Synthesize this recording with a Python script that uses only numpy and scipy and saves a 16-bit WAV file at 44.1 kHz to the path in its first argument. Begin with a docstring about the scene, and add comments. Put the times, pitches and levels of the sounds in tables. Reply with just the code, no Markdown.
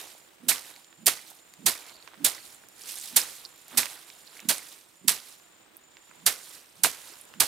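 """The dying rustle of an earlier blow, under cricket trills; then thin sticks whip a heap of dried stalks.
The heap lies outdoors on a plastic tarp, to the right. Swings hum as a gliding tone with breathy noise.
Blows are enveloped noise and grains: crack, slap, shower, thud. Snaps are short pitched bursts.
Rubbing noise and grains make the rustle as sticks lift and a hand stirs; loose seeds rattle in pods.
Behind: two crickets of pulsed tone, faint sliding whistles, open-air hiss and a low hum."""
import sys
import numpy as np
from scipy import signal
from scipy.fft import rfft, irfft, next_fast_len
from scipy.io import wavfile
from scipy.ndimage import uniform_filter1d, map_coordinates

SR = 44100
rng = np.random.default_rng(int(sys.argv[2]) if len(sys.argv) > 2 else 0)


def boost(x):
    """Linear amplitude factor 10**(x/20) for a level x in decibels (scalar or array-like)."""
    u = np.asarray(x, float) / 20
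    return 10 ** u


def unload_audio(sound):
    """Save the sound as a 16-bit wav file, at the path given as the first command line argument."""
    columns = np.transpose(np.atleast_2d(sound))
    # keep every value between -1 and 1, then stretch to whole-number steps
    steps = np.round(np.clip(columns, -1, 1) * 32767)
    wavfile.write(sys.argv[1], SR, steps.astype(np.int16))


N = 329720


# blows: start_s, strength_db, slap_db (re strength), thud_db (re strength), contact_s
BLOWS = [(0.4845, -4.5, -16, -38, 0.0043), (1.063, -4, -13.5, -37, 0.0053),
         (1.6601, -4.5, -11.5, -36, 0.0054), (2.2444, -5.5, -16, -43, 0.0029),
         (3.161, -4, -17, -42.5, 0.0046), (3.7722, -4, -16.5, -35.5, 0.0053),
         (4.4874, -5.5, -14, -35.5, 0.0066), (5.0801, -5.5, -16, -35.5, 0.0012),
         (6.2625, -6.5, -12, -39, 0.0015), (6.8337, -5, -11, -32.5, 0.0042), (7.4004, -5, -12, -31, 0.0031)]


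def strikes(level_db, rise_s, t60_s, power, early_s=0):
    """Envelope of all blows: each swells as a power of a saturating rise and dies exponentially."""
    env, t = np.zeros(N + SR), np.arange(SR) / SR
    start_s = np.transpose(BLOWS)[0] - early_s
    for s, db, rise, t60 in np.broadcast(start_s, level_db, rise_s, t60_s):
        swell = (1 - np.exp(-t / rise)) ** power
        env[round(s * SR):][:SR] += boost(db - 60 * t / t60) * swell
    return env[:N]


# crack spectrum: freq_hz, density_db (per Hz)
CRACK_SPECTRUM = [(470, -40), (800, -14.5), (2800, -5), (4000, 0), (6000, -3.5), (9000, 0), (12000, -3.5),
                  (14500, -7), (16000, -22.5), (16500, -24.5)]
# first-break spectrum: freq_hz, density_db (per Hz)
BURST_SPECTRUM = [(2000, -23), (4000, -9), (9000, -2), (14500, -5), (16500, -20.5)]


def crack():
    """Stalks break along the stick: a bright first burst, then a longer crackle; the tips touch first."""
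    _, db, _, _, contact_s = np.transpose(BLOWS)
    tips_early_s = np.transpose(SWINGS)[3]
    body = strikes(db - 9.5, contact_s * 0.69, 0.15, power=1.16)
    touch = strikes(db - 15.5, 0.002, 0.095, power=2.0, early_s=tips_early_s)
    burst = strikes(db - 6.5, contact_s * 0.48, 0.028, power=1.56)
    body = body * crackle(CRACK_SPECTRUM, lumpy_db=1, spiky_db=3.2)
    return body + (burst + touch) * crackle(BURST_SPECTRUM, lumpy_db=3.2, spiky_db=2.4)


# tarp slap spectrum: freq_hz, density_db (per Hz)
SLAP_SPECTRUM = [(150, -47.5), (250, -3.5), (600, -4.5), (1200, -2.5), (2000, 1.5), (4000, -6),
                 (8000, -33.5)]


def slap():
    """The tarp slaps after the crack: slower-rising, darker noise and grains."""
    _, db, slap_db, _, _ = np.transpose(BLOWS)
    env = strikes(db + slap_db, 0.0072, 0.11, power=3.9)
    noise = env * crackle(SLAP_SPECTRUM, lumpy_db=2.5, spiky_db=1)
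    return noise + grains(boost(-4) * env, count=8000, hz=1500, spread=.9, cycles=1.5, scatter_db=3)


# falling bits spectrum: freq_hz, density_db (per Hz)
SHOWER_SPECTRUM = [(180, -17.5), (300, -6), (1580, -1.5), (1770, -8), (2000, -2), (2840, -5.5),
                   (4170, -1.5), (10700, -4), (15400, -13), (16500, -45.5)]


def shower():
    """Bits shower down: late, long-dying noise and high grains."""
    env = strikes(np.transpose(BLOWS)[1] - 24.0, 0.0155, 0.38, power=6.0)
    noise = env * crackle(SHOWER_SPECTRUM, lumpy_db=2, spiky_db=2.5)
    return noise + grains(boost(-5) * env, count=9000, hz=5000, spread=1.1, cycles=2.2, scatter_db=3.5)


def thud():
    """Low thump of each blow: band of noise around 250 Hz."""
    _, db, _, thud_db, _ = np.transpose(BLOWS)
    spectrum = [(48, -40), (72, 0.5), (250, 6.5), (500, -19.5)]
    env = strikes(db + thud_db, 0.0096, 0.16, power=0.82)
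    return env * crackle(spectrum, lumpy_db=-2.5, spiky_db=2.0)


def blows():
    """The stick lands along its length: stalks crack, the tarp slaps later, bits shower down."""
    return crack() + slap() + shower() + thud()


def small_snaps(count):
    """Chance snaps anywhere, their level following the rustle, in rows like SNAPS."""
    at, size, pitch, broad, side = rng.random((count, 5)).T
    start_s = .01 + at * (N / SR - .02)
    rustle = busy()[0][(start_s * SR).astype(int)]
    peak_db = 20 * np.log10(rustle) + 10.5 + 8 * (size - .5)
    left_right_db = -2 + 7 * (side - .5)
    return list(zip(start_s, peak_db, 3500 * 3.4 ** pitch, .6 * broad, left_right_db))


# clearest single stalks and pods snapping: start_s, peak_db, pitch_hz, breadth (0-1), left_right_db
SNAPS = [(0.15, -48, 600, 0.37, -9), (0.517, -23, 1880, 0.24, -16), (0.582, -31, 3400, 0.9, -18),
         (0.762, -38, 4000, 0.66, -8), (0.8452, -41, 4600, 0.7, -6), (0.928, -42, 1720, 0.8, -11),
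         (1.302, -39, 12060, 0.3, -14), (1.353, -44, 11460, 0.2, -10), (1.538, -35.5, 3900, 0.98, -3),
         (1.896, -36, 4000, 0.54, -13), (2.0257, -41, 4350, 0.05, -10), (2.0761, -34.5, 1450, 0.78, -13.5),
         (2.1354, -40, 1190, 0.7, -8), (2.1422, -42, 1570, 0.76, -12), (2.3483, -32, 5140, 0.4, -9),
         (2.5461, -37, 8530, 0, -6), (2.638, -46, 1300, .6, -8), (2.6866, -38, 10850, 0.7, -12),
         (2.9569, -26, 10080, 0.2, -10), (2.986, -26, 8400, 0.35, -9), (2.9983, -30, 8350, 0.4, -7),
         (3.013, -24, 8180, 0.4, -5), (3.058, -28, 8010, 0.5, -6), (3.2157, -21, 5370, 0.2, -7),
         (3.451, -29, 4700, 0.23, -8), (3.4574, -35, 4520, 0, -9), (3.6817, -33.5, 10500, .9, -4),
         (3.8319, -19, 1820, 0.87, -8), (3.8568, -23, 1900, 1, -12), (4.1017, -37, 3360, 0.52, -12),
         (4.2756, -40, 4420, 0.24, -11), (4.3682, -40, 1970, 0.35, -3), (4.394, -34.5, 2230, 0.43, -5),
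         (4.4024, -31.5, 3960, 0.9, -5.5), (4.5814, -23.5, 8560, 0.3, -6), (5.3265, -40, 8060, 0.3, -5),
         (5.768, -33.5, 12300, 0.27, -11), (5.9696, -34, 1950, 0.72, -5.5),
         (6.1118, -44.5, 1406, 0.52, -6.5), (6.326, -27, 10600, 0.49, -2), (6.8472, -10.5, 1460, 0.78, -9),
         (7.2127, -33.5, 10000, 0.04, -9), (7.2529, -40, 10080, 0.28, -10), (7.3387, -35, 1350, 0.86, -7)]


def snaps():
    """A snap is a burst of a few milliseconds, coloured round the stalk's pitch."""
    size, lead = 1024, 32  # samples
    out, t = np.zeros((2, N + 2048)), np.arange(size) / SR
    freq_hz = np.fft.rfftfreq(size, 1 / SR) + 1
    rows = SNAPS + small_snaps(count=40)
    noises = rng.standard_normal((len(rows), size))
    for (s, db, hz, breadth, left_right_db), noise in zip(rows, noises):
        burst = noise * (np.exp(-t / 0.00084) + 0.17 * np.exp(-t / 0.0072))
        width_octaves = 0.17 + 1.44 * np.clip(breadth, 0, 1) ** 2
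        distance = np.log2(freq_hz / hz) / width_octaves
        colour = np.exp(-distance ** 2 / 2) * (freq_hz > 400)
        snap = np.roll(irfft(rfft(burst) * colour), lead)
        at = round(s * SR) - lead
        sides = boost(db + left_right_db * np.array([[.5], [-.5]]))
        out[:, at:at + size] += sides * snap / np.abs(snap).max()
    return out[:, :N]


# downswing shape: length_share, gain_db, top_pitch_share
ARC = [(-.2, -33, .6), (0, -6, .68), (.2, -4, .82), (.6, 5, 1.0), (.8, 2, .9), (1.0, 7.5, .85),
       (1.25, -17.5, .8), (1.6, -42.5, .7)]
# one downswing a blow: length_s, hum_db (before ARC gain), top_pitch_hz, tips_early_s
SWINGS = [(.078, -50.5, 270, 0.0031), (0.0804, -54.5, 235, 0.0045), (0.069, -48.5, 251.5, 0.0036),
          (0.0662, -50, 300, 0.0023), (0.053, -55, 260, 0.0026), (0.055, -52, 270, 0.0017),
          (0.0568, -50.5, 280, 0.0018), (0.0628, -51.5, 240, 0.0043), (0.071, -59.5, 190, 0.0048),
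          (0.0626, -62, 190, 0.0012), (0.053, -53.5, 210, 0.0023)]


def swings():
    """Air sheds vortices off the stick: a breathy hum that climbs with speed and sags as the arm brakes."""
    rows = []
    for (end_s, *_), (length_s, hum_db, top_hz, _) in zip(BLOWS, SWINGS):
        for share, gain_db, pitch_share in ARC:
            rows.append((end_s - length_s * (1 - share), hum_db + gain_db, top_hz * pitch_share))
    level_db, pitch_hz = curves(rows)
    phase = 2 * np.pi * np.cumsum(pitch_hz) / SR + .9 * wobble(55)
    breath = crackle([(90, -30), (160, 0), (330, -2), (900, -32)], lumpy_db=.1, spiky_db=.1)[0]
    hum = np.sin(phase) + .5 * breath
    return hum * boost(level_db + 2.8 * wobble(70) + [[-6.2], [3.5]])  # left, right dB


# sticks pulled out after each blow; faint rows are stalks slipping back:
# fullest_s, rustle_db, hold_s, creak_db (re rustle)
LIFTS = [(0.13, -54.5, 0.014, -5.5), (0.69, -53, 0.015, -3.5), (1.27, -53.5, 0.026, -9),
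         (1.87, -54, 0.022, -1), (2.04, -66, 0.11, 3), (2.449, -53.5, 0.056, -11.5),
         (3.299, -50.5, 0.042, -15), (3.909, -51.5, 0.04, -24), (4.69, -52.5, 0.057, -8),
         (5.29, -54.5, .03, -13), (6.05, -67, 0.16, -1.5), (6.46, -52, 0.11, -8.5), (6.75, -66, 0.08, 0),
         (7.04, -52, 0.087, -4.5), (7.3, -72, 0.086, 2)]
# free hand raking and turning stalks: time_s, rustle_db, creak_db (re rustle)
STIR = [(2.6, -90, -7.5), (2.7, -74, -18), (2.79, -51.5, -8.5), (2.84, -49, -10), (2.895, -39, -14.5),
        (2.956, -43, -15), (3.04, -43.5, -16.5), (3.12, -50, -6), (3.44, -55, -7), (3.52, -64, 1),
        (3.66, -61, -8.5), (3.73, -52, 0), (4.06, -58.5, -2.5), (4.2, -57, -7.5), (4.3, -62, 0),
        (4.373, -51.5, -5.5), (4.45, -58.5, -1), (4.7, -87, 1)]


def busy():
    """Amplitude of rustle and creak: lifts, stirring hand, rest and the earlier blow add as powers."""
    rise_db_s, fall_db_s = 70, 130.5
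    settle_db, settle_db_s = -10, 27  # stalks go on settling: start re lift, fall rate
    t = np.arange(N) / SR
    stir_db, stir_creak_db = curves(STIR)
    earlier = boost(-44 - 140 * t) ** 2  # dying rustle of the blow just before
    rustle = boost(-80.5) ** 2 + boost(stir_db) ** 2 + earlier
    creak = boost(-71.5) ** 2 + boost(stir_db + stir_creak_db) ** 2 + boost(-5) ** 2 * earlier
    for s, db, hold_s, creak_db in LIFTS:
        before_s, after_s = np.maximum(s - t, 0), np.maximum(t - s - hold_s, 0)
        fall = boost(-fall_db_s * after_s) ** 2 + boost(settle_db - settle_db_s * after_s) ** 2
        lift = boost(db - rise_db_s * before_s) ** 2 * fall
        rustle, creak = rustle + lift, creak + boost(creak_db) ** 2 * lift
    return np.sqrt(rustle), np.sqrt(creak)


# stalk rustle spectrum: freq_hz, density_db (per Hz)
RUSTLE_SPECTRUM = [(1180, -19), (2000, -4.5), (4200, 1.5), (4670, 0), (6700, -2), (8580, 1.5), (12800, -2),
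                   (15800, -12.5), (16500, -33)]
# tarp creak spectrum: freq_hz, density_db (per Hz)
CREAK_SPECTRUM = [(180, -49), (300, -4.5), (510, -6), (556, -6), (749, -4.5), (3000, -6), (3900, -4.5),
                  (6600, -120)]


def heap():
    """Stalks rub and tick, the tarp under them creaks: patchy noise plus grains."""
    rustle, creak = busy()
    rustle = rustle * boost(1.6 * wobble(38))
    creak = creak * boost(0.92 * wobble(27))
    rub = patchy(crackle(RUSTLE_SPECTRUM, lumpy_db=1.6, spiky_db=2), depth_db=2)
    flex = patchy(crackle(CREAK_SPECTRUM, lumpy_db=2.2, spiky_db=1.1), depth_db=2.5)
    ticks = grains(boost(-6) * rustle, count=7000, hz=7500, spread=.7, cycles=2, scatter_db=3.2)
    knocks = grains(boost(-5) * creak, count=2500, hz=1600, spread=.8, cycles=1.8, scatter_db=3.3)
    return rustle * rub + creak * flex + ticks + knocks


# pods rattling: start_s, end_s, level_db
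RATTLE = [(1.86, 2.075, -62), (2.34, 2.475, -58.5), (4.265, 4.31, -55.5)]


def rattle():
    """Loose seeds chink in dry pods, all near one pitch."""
    edge_s = .015
    t, env = np.arange(N) / SR, np.zeros(N)
    for start_s, end_s, db in RATTLE:
        env += boost(db) * np.clip(np.minimum(t - start_s, end_s - t) / edge_s + .5, 0, 1)
    return grains(env, count=2500, hz=4400, spread=.06, cycles=9, scatter_db=3.5)


def cricket(stroke, hz, arch_hz, drop_hz, gap, rough):
    """One tone per wing stroke; its pitch arches and sags at the end, the level dips before the next."""
    u = stroke % 1
    pitch_hz = hz + arch_hz * np.sin(np.pi * u) - drop_hz * u ** 4 - 200 * np.exp(-stroke)
    flutter = boost(1.1 * wobble(30) + rough * 3 * wobble(300))
    shape = np.clip(np.sin(np.pi * u) - gap, 0, .7) * flutter
    return unit(shape * np.sin(2 * np.pi * np.cumsum(pitch_hz) / SR + rough * wobble(400)))


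# near cricket phrases: start_s, end_s, level_db (before left/right gains)
TRILL = [(-.02, 0.302, -64.5), (0.624, 1.097, -64), (1.346, 2.08, -64), (2.369, 2.904, -65),
         (3.192, 3.75, -63.5), (4.006, 4.759, -64), (4.919, 5.669, -65.5), (5.795, 6.632, -64),
         (6.954, 7.6, -65)]


def near_cricket():
    """Trills in phrases at 29.15 wing strokes a second."""
    t, level, stroke = np.arange(N) / SR, np.zeros(N), np.zeros(N)
    for start_s, end_s, db in TRILL:
        on = (t >= start_s) & (t < end_s)
        stroke[on] = 29.15 * (t[on] - start_s)
        fade = np.minimum((t[on] - start_s) / 0.04, (end_s - t[on]) / 0.042)
        level[on] = boost(db) * np.clip(fade, 0, 1)
    tone = cricket(stroke, hz=7150, arch_hz=50, drop_hz=300, gap=0.05, rough=.55)
    return level * boost([[-3], [1.5]]) * tone


def far_cricket():
    """Trills without pause at 42.4 wing strokes a second."""
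    stroke = 42.4 * np.arange(N) / SR + .144
    level = boost(-73 + 1.1 * wobble(2) + [[-2.5], [1.5]])
    return level * cricket(stroke, hz=8220, arch_hz=300, drop_hz=30, gap=.2, rough=0.35)


# sliding whistles: start_s, end_s, from_hz, to_hz, level_db (before left/right gains)
GLIDES = [(.41, .475, 8700, 11600, -69), (.995, 1.04, 8900, 10300, -69), (2.175, 2.235, 8500, 11000, -69),
          (2.565, 2.67, 6600, 4750, -70), (2.685, 2.765, 4950, 6250, -70)]


def glides():
    """Faint thin whistles: sines that slide in pitch with a slightly blurred phase."""
    t, out, blur = np.arange(N) / SR, np.zeros(N), .5 * wobble(700)
    for start_s, end_s, from_hz, to_hz, db in GLIDES:
        u = np.clip((t - start_s) / (end_s - start_s), 0, 1)
        shape = np.sqrt(np.abs(np.sin(np.pi * u))) * (u < 1)
        phase = 2 * np.pi * np.cumsum(from_hz + (to_hz - from_hz) * u) / SR
        out += boost(db) * shape * np.sin(phase + blur)
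    return out * boost([[-3], [2.2]])


# open-air spectrum: freq_hz, density_db (per Hz)
AIR_SPECTRUM = [(15, -41.5), (25, -9.5), (172, -1.5), (368, -0.5), (952, 0.5), (3320, -3), (5880, -11.5),
                (7110, -8), (7710, -7.5), (8600, -8), (9580, -35), (15200, -12.5), (16500, -28.5)]


def air():
    """Soft open-air hiss: shaped noise, slowly wavering."""
    return boost(-61 + 1.5 * wobble(3)) * crackle(AIR_SPECTRUM, lumpy_db=1.5, spiky_db=-0.9)


# faint low hum: time_s, level_db (before wobble)
HUM = [(.2, -71), (.31, -64), (.4, -80), (.6, -72), (2.4, -79), (4.7, -77.5), (5.6, -79), (5.8, -67.5),
       (5.95, -80)]


def low_hum():
    """A low hum comes and goes: narrow noise near 330 Hz."""
    noise = crackle([(270, -31.0), (330, 0.5), (400, -27)], lumpy_db=-1.2, spiky_db=4.5)
    return boost(curves(HUM)[0] + 4.5 * wobble(20)) * noise


# field at the microphone pair: freq_hz, left_right_db
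FIELD_SIDE = [(60, -5.5), (130, -10.5), (290, -12), (640, -9), (1410, 3.5), (3100, 1.5), (6820, 3.5),
              (15000, -13.5)]
# field at the microphone pair: freq_hz, likeness (0-1)
FIELD_ALIKE = [(60, .4), (250, 0.48), (700, 0.037), (2400, 0.0488), (6000, 0.18), (15000, .5)]


def field():
    """Crickets over wide hiss and hum."""
    return near_cricket() + far_cricket() + ports(air() + low_hum(), FIELD_SIDE, FIELD_ALIKE)


def unit(x):
    """Scaled to rms 1."""
    return x / np.sqrt(np.mean(x ** 2) + 1e-20)


def along(points, hz):
    """(Hz, value) points on a log axis."""
    f, v = np.transpose(points)
    return np.interp(np.log(hz + 1), np.log(f + 1), v)


def curves(rows):
    """One value per sample for each column after the time."""
    s, *cols = np.transpose(rows)
    return [np.interp(np.arange(N) / SR, s, c) for c in cols]


def wobble(rate_hz):
    """A smooth random curve, rate_hz knots a second."""
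    knots = rng.standard_normal(int(N * rate_hz / SR) + 4)
    return map_coordinates(knots, [np.arange(N) * rate_hz / SR])


def filtered(x, response):
    """x times a response of frequency."""
    m = next_fast_len(N + 8192)
    return irfft(rfft(x, m) * response(np.fft.rfftfreq(m, 1 / SR)), m)[..., :N]


def ports(pair, side, alike):
    """Two unrelated versions of a wide source become left and right of set likeness and level difference."""
    def mixing(hz):
        turn = np.arccos(np.clip(along(alike, hz), 0, 1)) / 2
        return np.array([np.cos(turn), np.sin(turn)])

    def tilt(hz):
        return boost(along(side, hz) * np.array([[.5], [-.5]]))

    mid, off = filtered(pair, mixing)
    return filtered(np.array([mid + off, mid - off]), tilt)


def crackle(spectrum, lumpy_db, spiky_db):
    """Two streams of countless tiny breaks: noise in millisecond lumps and spikes, rms 1."""
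    lumps = boost(lumpy_db * wobble(250) + spiky_db * wobble(2500))
    noise = lumps * rng.standard_normal((2, N))
    return unit(filtered(noise, lambda hz: boost(along(spectrum, hz))))


def grains(env, count, hz, spread, cycles, scatter_db):
    """Random little breaks, each a few cycles at its own pitch, their stream scaled by env."""
    length = 192  # samples
    at, pitch, size, split = rng.random((count, 4)).T
    pitch_hz = np.clip(hz * np.exp(spread * (2 * pitch - 1)), 300, 15000)[:, None]
    t = np.arange(length) / SR
    peak = boost(-scatter_db * np.log(size + .004))[:, None]
    wave = np.sin(2 * np.pi * pitch_hz * t) * np.exp(-t * pitch_hz / cycles) * peak
    index = ((at * N).astype(int)[:, None] + np.arange(length)).ravel()
    pair = []
    for share in (np.cos(2 * np.pi * split), np.sin(2 * np.pi * split)):
        pair.append(np.bincount(index, (wave * share[:, None]).ravel(), N + length)[:N])
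    return env * unit(filtered(np.array(pair), lambda f: f ** 2 / (f ** 2 + (hz / 3) ** 2)))  # low cut


def patchy(pair, depth_db):
    """Rubbing comes from here and there: random patches in pitch and time swell and fade."""
    z = signal.stft(pair, nperseg=256)[2]
    patches = uniform_filter1d(rng.standard_normal(z.shape[1:]), size=7, axis=0)
    patches = uniform_filter1d(patches, size=5, axis=1)
    return unit(signal.istft(z * boost(depth_db * unit(patches)), nperseg=256)[1][:, :N])


# heap at the microphone pair: freq_hz, left_right_db
HEAP_SIDE = [(60, -14.0), (130, -12.5), (290, -10.5), (640, -8.0), (1410, -6.0), (3100, -3.0), (6820, -6.0),
             (15000, -9.5)]
# heap at the microphone pair: freq_hz, likeness (0-1)
HEAP_ALIKE = [(100, 0.87), (1400, 0.65), (15000, 0.73)]


def scene():
    """Heap sounds share one place; the field lies all round."""
    heap_place = ports(blows() + heap() + rattle(), HEAP_SIDE, HEAP_ALIKE)
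    return heap_place + snaps() + swings() + glides() + field()


def band_limit(x):
    """A steep low-pass at the top of the band."""
    return signal.sosfilt(signal.butter(12, 16950, fs=SR, output="sos"), x)


# microphone response: freq_hz, gain_db
MIC = [(15500, 0.5), (16200, -10.5), (17000, -32)]


def record(dry):
    """Peaks bend softly near full scale, then the microphone drops the top."""
    bent = dry / (1 + np.abs(dry) ** 4) ** (1 / 4)
    mix = filtered(bent, lambda hz: boost(along(MIC, hz)))
    return band_limit(mix)


dry = scene()
out = record(dry)
unload_audio(out)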